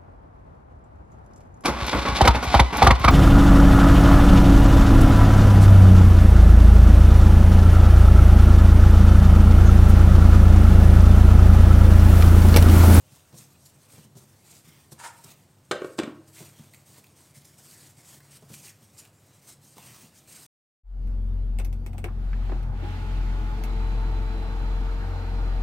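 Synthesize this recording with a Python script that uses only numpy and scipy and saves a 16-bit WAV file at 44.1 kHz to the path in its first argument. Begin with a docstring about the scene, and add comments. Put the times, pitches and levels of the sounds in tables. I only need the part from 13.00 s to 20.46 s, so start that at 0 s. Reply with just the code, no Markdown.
"""Dry flour hisses and a soft lump thuds: hands fold and push bread dough on a stone counter.
Sticky folds click as air squeezes out, and once a fingertip squeaks faintly on bare stone.
Two seconds in, a plastic lid scrapes off the counter, then drops, knocks, bounces and slaps flat.
The kneading carries on. A small kitchen hums and answers each sound, all close up and almost mono."""
import sys
import numpy as np
from scipy import signal
from scipy.fft import rfft, irfft, next_fast_len
from scipy.io import wavfile
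from scipy.ndimage import uniform_filter1d, map_coordinates

SR = 44100
rng = np.random.default_rng(int(sys.argv[2]) if len(sys.argv) > 2 else 0)


def to_wav(s):
    """Save 16-bit WAV."""
    ch = np.atleast_2d(s).T  # columns
    pcm = np.round(np.clip(ch, -1, 1) * 32767)  # PCM
    wavfile.write(sys.argv[1], SR, pcm.astype(np.int16))


N = 329193

# Table levels are relative: each layer gets its own trim in the mix.
# the kitchen's diffuse tail: (frequency [Hz], t60 [s])
ROOM_DECAY = [(150, 0.32), (400, 0.49), (1100, 0.55), (3000, 0.38), (8000, 0.22), (15000, 0.24)]
# standing waves between the walls: (frequency [Hz], level [dB], t60 [s])
STANDING_WAVES = [(139.2, -56.5, 0.51), (219, -57, 0.43), (317, -67, 0.84), (493, -67, .5),
                  (532, -55.5, 0.52), (616, -57.5, 0.75)]
# a kitchen appliance's hum: (frequency [Hz], level [dB])
HUM_TONES = [(80.7, -79), (101, -70.5), (140, -69)]
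# the microphone's tone curve: (frequency [Hz], gain [dB])
MIC_EQ = [(6000, 0), (7800, 1), (8600, 4.5), (9500, -5), (16000, 4)]

# noise colours: (frequency [Hz], spectral level [dB])
AIR_SPECTRUM = [(25, -30), (55, -11), (78, 0.5), (105, 0), (145, 0.5), (190, -4), (310, -8), (420, -12.5),
                (600, -12), (1000, -18), (2500, -28), (5000, -28.5), (10000, -31.5), (16000, -39.5)]  # room tone
SCRAPE_SPECTRUM = [(300, -27), (900, 6.5), (3000, -1), (5000, 0.5), (8000, 4), (11000, 1.5), (15000, -21)]  # plastic rim on stone
CRACK_SPECTRUM = [(150, -31), (500, -3.5), (1400, 5.5), (2200, 0.5), (3500, 0), (5500, -8.5), (8000, -9),
                  (11000, -17), (15000, -33)]  # plastic striking
FLOUR_SPECTRUM = [(800, -11), (2500, -12.5), (4500, -1), (7000, 1.5), (10000, 2.5), (13000, -3),
                  (16000, -19)]  # rolling flour
SKIN_SPECTRUM = [(200, -14), (550, -2.5), (1000, 0.5), (1600, -2), (2400, 1), (4000, -4), (8000, -9)]  # rubbing skin
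DOUGH_SPECTRUM = [(50, -34), (90, -2), (145, 6.5), (220, -5), (330, -3.5), (480, -15), (1000, -50),
                  (3000, -62)]  # the rolling lump
PUFF_SPECTRUM = [(200, -4), (450, 0), (1000, 0.5), (2000, -12), (6000, -8), (15000, -19)]  # air under a landing
MIC_HISS_SPECTRUM = [(25, -24), (150, -0.5), (700, 3.5), (2000, 2), (6000, -17), (15000, -19)]  # microphone self-noise

# the push of the lid's rim over the stone: (time [s], level [dB])
LID_PUSH = [(1.975, -69), (1.989, -47.5), (2.003, -41.5), (2.035, -44), (2.047, -39), (2.075, -39.5),
            (2.108, -51.5)]
# resonances of the sliding lid: (frequency [Hz], bandwidth [Hz], level [dB])
LID_SLIDE_MODES = [(937, 62, 4), (1270, 99, -10), (1400, 72, -5.5), (1706, 38, -5), (2080, 75, -14),
                   (3480, 150, -35)]
# the dropped lid's hits: (time [s], flex [dB], flex pitch [Hz], ring [dB], crack [dB])
LID_HITS = [(2.7112, -20, 380, -21, -20), (2.7152, -32, 494, -24.5, -22), (2.7233, -35, 420, -22.5, -55),
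            (2.7311, -27, 420, -28, -49), (2.759, -29.5, 557, -44, -48), (2.8184, -22.5, 380, -29.5, -42),
            (2.8449, -23, 377, -30, -40.5), (2.983, -35, 345, -48, -31.5), (2.9877, -18.5, 303, -28.5, -22),
            (2.9972, -15, 333, -29, -31), (3.021, -31, 306, -34, -56), (3.0333, -29.5, 227, -31.5, -31),
            (3.075, -26.5, 283, -38, -52), (3.092, -28, 322, -54, -67)]
# resonances of the struck lid: (frequency [Hz], level [dB], t60 [s])
LID_RING_MODES = [(209, -8.5, 0.1), (385, -20, 0.053), (447, -2, 0.086), (527, -8.5, 0.14),
                  (579, -3.5, 0.084), (690, -12, 0.11), (810, -13.5, 0.19), (1091, -2, 0.059),
                  (1283, -3, 0.036), (1445, -4, 0.051), (1582, -5.5, 0.052), (1864, -14.5, 0.09),
                  (2314, -10, 0.043), (2870, -10.5, 0.027), (3430, -28, 0.018), (4200, -22, 0.021)]

# spells with the hands on the dough: (start [s], end [s])
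HANDS_ON = [(0.0, 1.06), (1.15, 2.44), (3.27, 4.2), (4.16, 5.7), (5.49, 6.06), (6.21, 6.4), (6.63, 8.4)]
# a hand pushes or drags the dough:
# (start [s], length [s], flour hiss [dB], skin rub [dB], fastest moment [0-1 of the length])
HAND_STROKES = [(0.10, 0.12, -58.5, -60, 0.35), (0.338, 0.12, -54.5, -62, 0.74),
                (0.49, 0.047, -60, -72, 0.9), (0.57, 0.15, -61.5, -68, 0.7), (0.77, 0.11, -61.5, -64, 0.8),
                (0.881, 0.16, -58, -59, 0.3), (1.149, 0.1, -58.5, -65.5, 0.15),
                (1.28, 0.037, -62.5, -70, 0.6), (1.442, 0.16, -55, -59.5, 0.7),
                (1.64, 0.07, -57, -58.5, 0.8), (1.71, .16, -63.5, -60, 0), (2.13, 0.15, -60, -62, 0.2),
                (2.234, .10, -55.5, -53.5, 0.85), (2.792, 0.18, -60, -68, 0.35),
                (3.328, .17, -51, -55, 0.37), (3.5, .20, -61, -60.5, 0.34), (3.857, 0.15, -55.5, -59, 0.86),
                (4.152, 0.16, -59, -63, 0.16), (4.34, 0.051, -54, -60.5, 0.6),
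                (4.453, 0.12, -59.5, -64, 0.24), (4.57, 0.34, -52.5, -59.5, 0.54),
                (4.965, 0.058, -57, -61.5, .4), (5.027, 0.15, -52, -56, 0.8), (5.232, .04, -60, -63, .5),
                (5.305, 0.069, -52, -57.5, 1), (5.512, 0.12, -52, -56, 0.05),
                (5.627, .08, -48.5, -54, 0.43), (5.817, .04, -58.5, -62.5, 0.3),
                (5.926, 0.15, -59, -61.5, 0.43), (6.412, 0.066, -57, -63, .9),
                (6.467, 0.061, -48.5, -56.5, 0.37), (6.613, 0.17, -58, -69, 0.2),
                (6.751, 0.32, -53.5, -55, 0.48), (7.131, 0.068, -56, -63.5, 0.7),
                (7.272, 0.19, -50.5, -55.5, 0.3)]
# fingers flick through flour: (centre [s], level [dB], Gaussian width [s])
FINGER_FLICKS = [(0.391, -50, .01), (0.666, -52, 0.0077), (1.05, -59, 0.0058), (1.182, -55, 0.0086),
                 (1.926, -45.5, 0.0064), (2.244, -44, 0.0032), (2.98, -50, 0.0028), (3.285, -62.5, 0.011),
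                 (3.751, -58, 0.012), (4.453, -49.5, 0.0043), (5.498, -57, .006), (5.543, -46, .0057),
                 (5.993, -46, 0.0094)]
# air squelches out of sticky folds: (time [s], level [dB], pitch [Hz])
AIR_POCKETS = [(0.66, -56, 4630), (3.736, -50.5, 2100), (3.745, -51, 2400), (4.042, -54.5, 2480),
               (4.068, -58.5, 3500), (5.204, -53.5, 1740), (5.54, -45, 2300), (5.682, -49.5, 2480),
               (6.052, -55, 2760), (6.782, -47, 905)]
# the dough or a palm lands: (time [s], thud [dB], smack [dB], smack pitch [Hz])
LANDINGS = [(0.12, -46, -60, 225), (0.327, -43.5, -45, 310), (0.342, -42.5, -43, 331),
            (0.385, -43.5, -50, 302), (0.935, -48, -49, 270), (0.981, -42.5, -43, 290),
            (1.047, -43, -50, 258), (1.153, -40.5, -49, 400), (1.168, -43, -45.5, 383),
            (1.223, -50, -53, 342), (1.675, -45, -61, 260), (1.92, -40, -39, 349), (2.244, -45, -46.5, 400),
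            (3.404, -37.5, -38, 420), (3.424, -54, -39, 347), (3.595, -40, -46, 230),
            (3.982, -50, -45.5, 294), (4.37, -45.5, -55, 244), (5.424, -46.5, -44.5, 427),
            (5.503, -38, -43.5, 300), (5.819, -49, -53, 266), (6.768, -54, -43.5, 274),
            (6.781, -50, -43.5, 693), (7.034, -51, -51, 242)]


def amp(db):
    """Decibels to gain."""
    return 10 ** (np.asarray(db) / 20)


def unit(x):
    """x at rms 1."""
    return x / np.sqrt(np.mean(x ** 2) + 1e-20)


def along(points, hz):
    """Read (frequency [Hz], value) points on a log frequency axis."""
    frequencies, values = np.transpose(points)
    return np.interp(np.log(hz + 1), np.log(frequencies + 1), values)


def clock():
    """The time of every sample."""
    return np.arange(N) / SR


def wobble(rate):
    """A smooth random modulator, rate knots a second."""
    knots = rng.standard_normal(int(N * rate / SR) + 4)
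    steps = np.arange(len(knots) * 10) / 10
    return np.interp(clock() * rate, steps, map_coordinates(knots, [steps]))


def filtered(x, response):
    """EQ x with a gain given as a function of frequency."""
    size = next_fast_len(N + SR // 2)
    return irfft(rfft(x, size) * response(np.fft.rfftfreq(size, 1 / SR)), size)[..., :N]


def noise(spectrum):
    """Smooth coloured noise, rms 1."""
    return unit(filtered(rng.standard_normal(N), lambda hz: amp(along(spectrum, hz))))


def grit(rate, spread_db):
    """Tiny slips at random times and of random size, rms 1."""
    slips = rng.random(N) < rate / SR
    return unit(slips * rng.standard_normal(N) * amp(spread_db * rng.standard_normal(N)))


def friction(spectrum, rate, spread_db, uneven_db, patchy_db):
    """Dense slips in clumps; their colour drifts as the contact patch changes."""
    clumps = grit(rate, spread_db) * amp(uneven_db * wobble(70))
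    bands = signal.stft(clumps, nperseg=512)[2]
    drift = uniform_filter1d(rng.standard_normal(bands.shape), size=6, axis=0)  # smooth in frequency
    drift = uniform_filter1d(drift, size=12, axis=1)  # and in time
    slips = signal.istft(bands * amp(patchy_db * unit(drift)), nperseg=512)[1][:N]
    return unit(filtered(slips, lambda hz: amp(along(spectrum, hz))))


def add(track, start, sound):
    """Mix a sound into the track, start seconds in."""
    part = track[round(start * SR):][:len(sound)]
    part += sound[:len(part)]


def bursts(times, levels_db, spectrum, attack, t60):
    """Dead blows: coloured noise that swells and dies at once."""
    t, envelope = np.arange(SR // 2) / SR, np.zeros(N)
    for start, db in zip(times, levels_db):
        add(envelope, start, amp(db - 60 * t / t60) * (1 - np.exp(-t / attack)))
    return envelope * noise(spectrum)


def held(start, length, attack_s=0.0036, release_s=0.02):
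    """Envelope of one contact: a hand takes hold, stays and lets go."""
    t = clock() - start
    return (1 + np.tanh(t / (2 * attack_s))) / 2 * np.exp(-np.maximum(t - length, 0) / release_s)


def stroke(start, length, fastest, start_db=-5.5, end_db=-4.5):
    """Envelope of one sliding movement: it speeds up, slows down and lets go."""
    moments = start + length * np.array([0, np.clip(fastest, .02, .98), 1])
    return held(start, length) * np.interp(clock(), moments, amp([start_db, 0, end_db]))


def room_tone():
    """The bed: still air and an appliance's faint, unsteady hum."""
    hum = np.zeros(N)
    for hz, db in HUM_TONES:
        level = amp(db + 4.6 * wobble(2.82))
        hum += level * np.sqrt(2) * np.sin(2 * np.pi * hz * clock() + .5 * wobble(5.6))
    return amp(-61) * noise(AIR_SPECTRUM) + hum


def in_kitchen(x, wet_db, predelay_s=0.0046):
    """The direct sound, then the walls: a diffuse tail and a few lingering standing waves."""
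    hz, t, bands = signal.stft(rng.standard_normal(SR // 2), SR, nperseg=256)
    tail = signal.istft(bands * amp(-60 * t / along(ROOM_DECAY, hz)[:, None]), SR, nperseg=256)[1]
    t = np.arange(len(tail)) / SR
    standing = sum(amp(db - 60 * t / t60) * np.cos(2 * np.pi * hz * t) for hz, db, t60 in STANDING_WAVES)
    walls = np.pad(tail / np.linalg.norm(tail) + standing, (round(predelay_s * SR), 0))
    return x + amp(wet_db) * signal.fftconvolve(x, walls)[:N]


def fingertip_squeak(start=6.135, length=0.075, start_hz=7830, sag_hz_per_s=10500):
    """A fingertip sticks and slips on bare stone; the thin tone falls as it slows."""
    pitch = start_hz - sag_hz_per_s * np.clip(clock() - start, 0, 2 * length)
    pitch *= 1 + .008 * wobble(400)
    tone = np.sqrt(2) * np.sin(2 * np.pi * np.cumsum(pitch) / SR)
    return amp(-72) * stroke(start, length, fastest=0.7) * tone


def lid_slide():
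    """The rim sticks and slips on the stone and sets the plastic singing."""
    def resonances(hz):
        return sum(amp(db) * 1j * hz * width / (centre ** 2 - hz ** 2 + 1j * hz * width)
                   for centre, width, db in LID_SLIDE_MODES)

    singing = unit(filtered(grit(rate=1200, spread_db=2), resonances))
    scrape = friction(SCRAPE_SPECTRUM, rate=7700, spread_db=2, uneven_db=1.2, patchy_db=1.5)
    times, push_db = np.transpose(LID_PUSH)
    push = amp(np.interp(clock(), times, push_db)) * held(times[0], times[-1] - times[0])
    return (in_kitchen(amp(-3) * push * singing, wet_db=-9)
            + in_kitchen(amp(-4.5) * push * scrape, wet_db=-10.5))


def lid_drop(swell_s=0.0026):
    """Each hit cracks, rings the lid and flexes it for a few cycles: the flatter it lands, the deeper."""
    t, body = np.arange(SR // 4) / SR, np.zeros(N)
    hz, mode_db, t60 = np.transpose(LID_RING_MODES)[:, :, None]
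    for start, flex_db, flex_hz, ring_db, _ in LID_HITS:
        scatter_db, detune = rng.standard_normal((2, len(LID_RING_MODES), 1))
        bent_hz = hz * (1 + 0.016 * detune)  # the lid is supported differently at each hit
        modes = amp(mode_db + scatter_db - 60 * t / t60) * np.sin(2 * np.pi * bent_hz * t)
        ring = modes[::2].sum(axis=0) - modes[1::2].sum(axis=0)  # neighbours swing against each other
        flex = t / swell_s * np.exp(1 - t / swell_s) * np.sin(2 * np.pi * flex_hz * t)
        add(body, start, amp(ring_db - 5) * ring + amp(flex_db) * flex)
    times, *_, crack_db = np.transpose(LID_HITS)
    cracks = bursts(times, crack_db, CRACK_SPECTRUM, attack=0.00094, t60=0.027)
    return in_kitchen(amp(-0.5) * body, wet_db=-9) + in_kitchen(amp(0.5) * cracks, wet_db=-8)


def hand_envelopes(lifted_db=-5, fidget_db=1):
    """Gains of flour hiss and skin rub: strokes ride over the faint, restless hold of the hands."""
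    contact = sum(held(start, end - start) for start, end in HANDS_ON)
    resting = np.maximum(contact, amp(lifted_db)) * amp(fidget_db * wobble(14))
    hiss, rub = amp(-66.5) * resting, amp(-68) * resting
    for start, length, flour_db, skin_db, fastest in HAND_STROKES:
        speed = stroke(start, length, fastest)
        hiss = np.maximum(hiss, amp(flour_db) * speed)
        rub = np.maximum(rub, amp(skin_db) * speed)
    return hiss, rub


def floury_rubbing(hiss, rub):
    """Flour rolls between dough, skin and stone; flicks of the fingers flare briefly."""
    flicks = sum(amp(db) * np.exp(-.5 * ((clock() - centre) / width) ** 2)
                 for centre, db, width in FINGER_FLICKS)
    flour = friction(FLOUR_SPECTRUM, rate=24000, spread_db=2, uneven_db=1.5, patchy_db=2)
    skin = friction(SKIN_SPECTRUM, rate=5000, spread_db=1, uneven_db=1, patchy_db=3)
    return in_kitchen((hiss + amp(-2) * flicks) * flour + rub * skin, wet_db=-11.5)


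def squelches(ring_t60=0.036, tick_t60=0.016):
    """Each air pocket opens with a tick and a short, rough resonance."""
    t, track = np.arange(SR // 10) / SR, np.zeros(N)
    for start, db, hz in AIR_POCKETS:
        tearing = rng.standard_normal(len(t))
        pocket = unit(signal.lfilter(*signal.iirpeak(hz, Q=12, fs=SR), tearing))
        add(track, start, amp(db + 1 - 60 * t / ring_t60) * pocket)
        add(track, start, amp(db + 4.5 - 60 * t / tick_t60) * tearing)
    return track


def landings(pitch_hz=140.5, thud_t60=0.085, smack_t60=0.063):
    """The soft lump swings a few times as it lands; air caught under it gives a short hollow smack."""
    t, track = np.arange(SR // 4) / SR, np.zeros(N)
    soft_attack = 1 - np.exp(-t / 0.0046)
    for start, thud_db, smack_db, smack_hz in LANDINGS:
        hz = pitch_hz * np.exp(0.064 * rng.standard_normal())
        swing = np.sin(2 * np.pi * hz * t) + 0.35 * np.sin(2 * np.pi * 1.497 * hz * t)
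        add(track, start, amp(thud_db + 6.5 - 60 * t / thud_t60) * soft_attack * swing)
        hollow = np.sin(2 * np.pi * smack_hz * t) + .5 * np.sin(2 * np.pi * 1.48 * smack_hz * t)
        add(track, start, amp(smack_db - 5 - 60 * t / smack_t60) * hollow)
    return track


def dough(rub, rumble_db=-5.5, lumpy_db=3):
    """The lump rumbles as it yields unevenly, lands with a dull puff and squelches where folds part."""
    rolling = rub * amp(rumble_db + lumpy_db * wobble(22)) * noise(DOUGH_SPECTRUM)
    times, _, smack_db, _ = np.transpose(LANDINGS)
    puffs = amp(-9) * bursts(times, smack_db, PUFF_SPECTRUM, attack=0.00045, t60=0.051)
    return in_kitchen(rolling + landings() + puffs + squelches(), wet_db=-8.5)


def scene():
    """Kneading and lid over the room tone, the same mix in both channels."""
    hiss, rub = hand_envelopes()
    kneading = floury_rubbing(hiss, rub) + fingertip_squeak() + dough(rub)
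    mix = kneading + lid_slide() + lid_drop() + room_tone()
    return np.array([mix, mix])


def record(dry):
    """The microphone cuts deep bass, adds faint rumble and hiss, and peaks near 8.6 kHz and at the top."""
    low_cut_hz, band_limit_hz = 75, 15850
    thinned = signal.sosfilt(signal.butter(4, low_cut_hz, "highpass", fs=SR, output="sos"), dry)
    rumble = amp(-85) * noise([(20, 12), (60, 5), (200, -45), (1000, -80)])
    hiss = amp(-76.5) * np.array([noise(MIC_HISS_SPECTRUM), noise(MIC_HISS_SPECTRUM)])
    return filtered(thinned + rumble + hiss, lambda hz: amp(along(MIC_EQ, hz)) * (hz < band_limit_hz))


dry = scene()
out = record(dry)
to_wav(out)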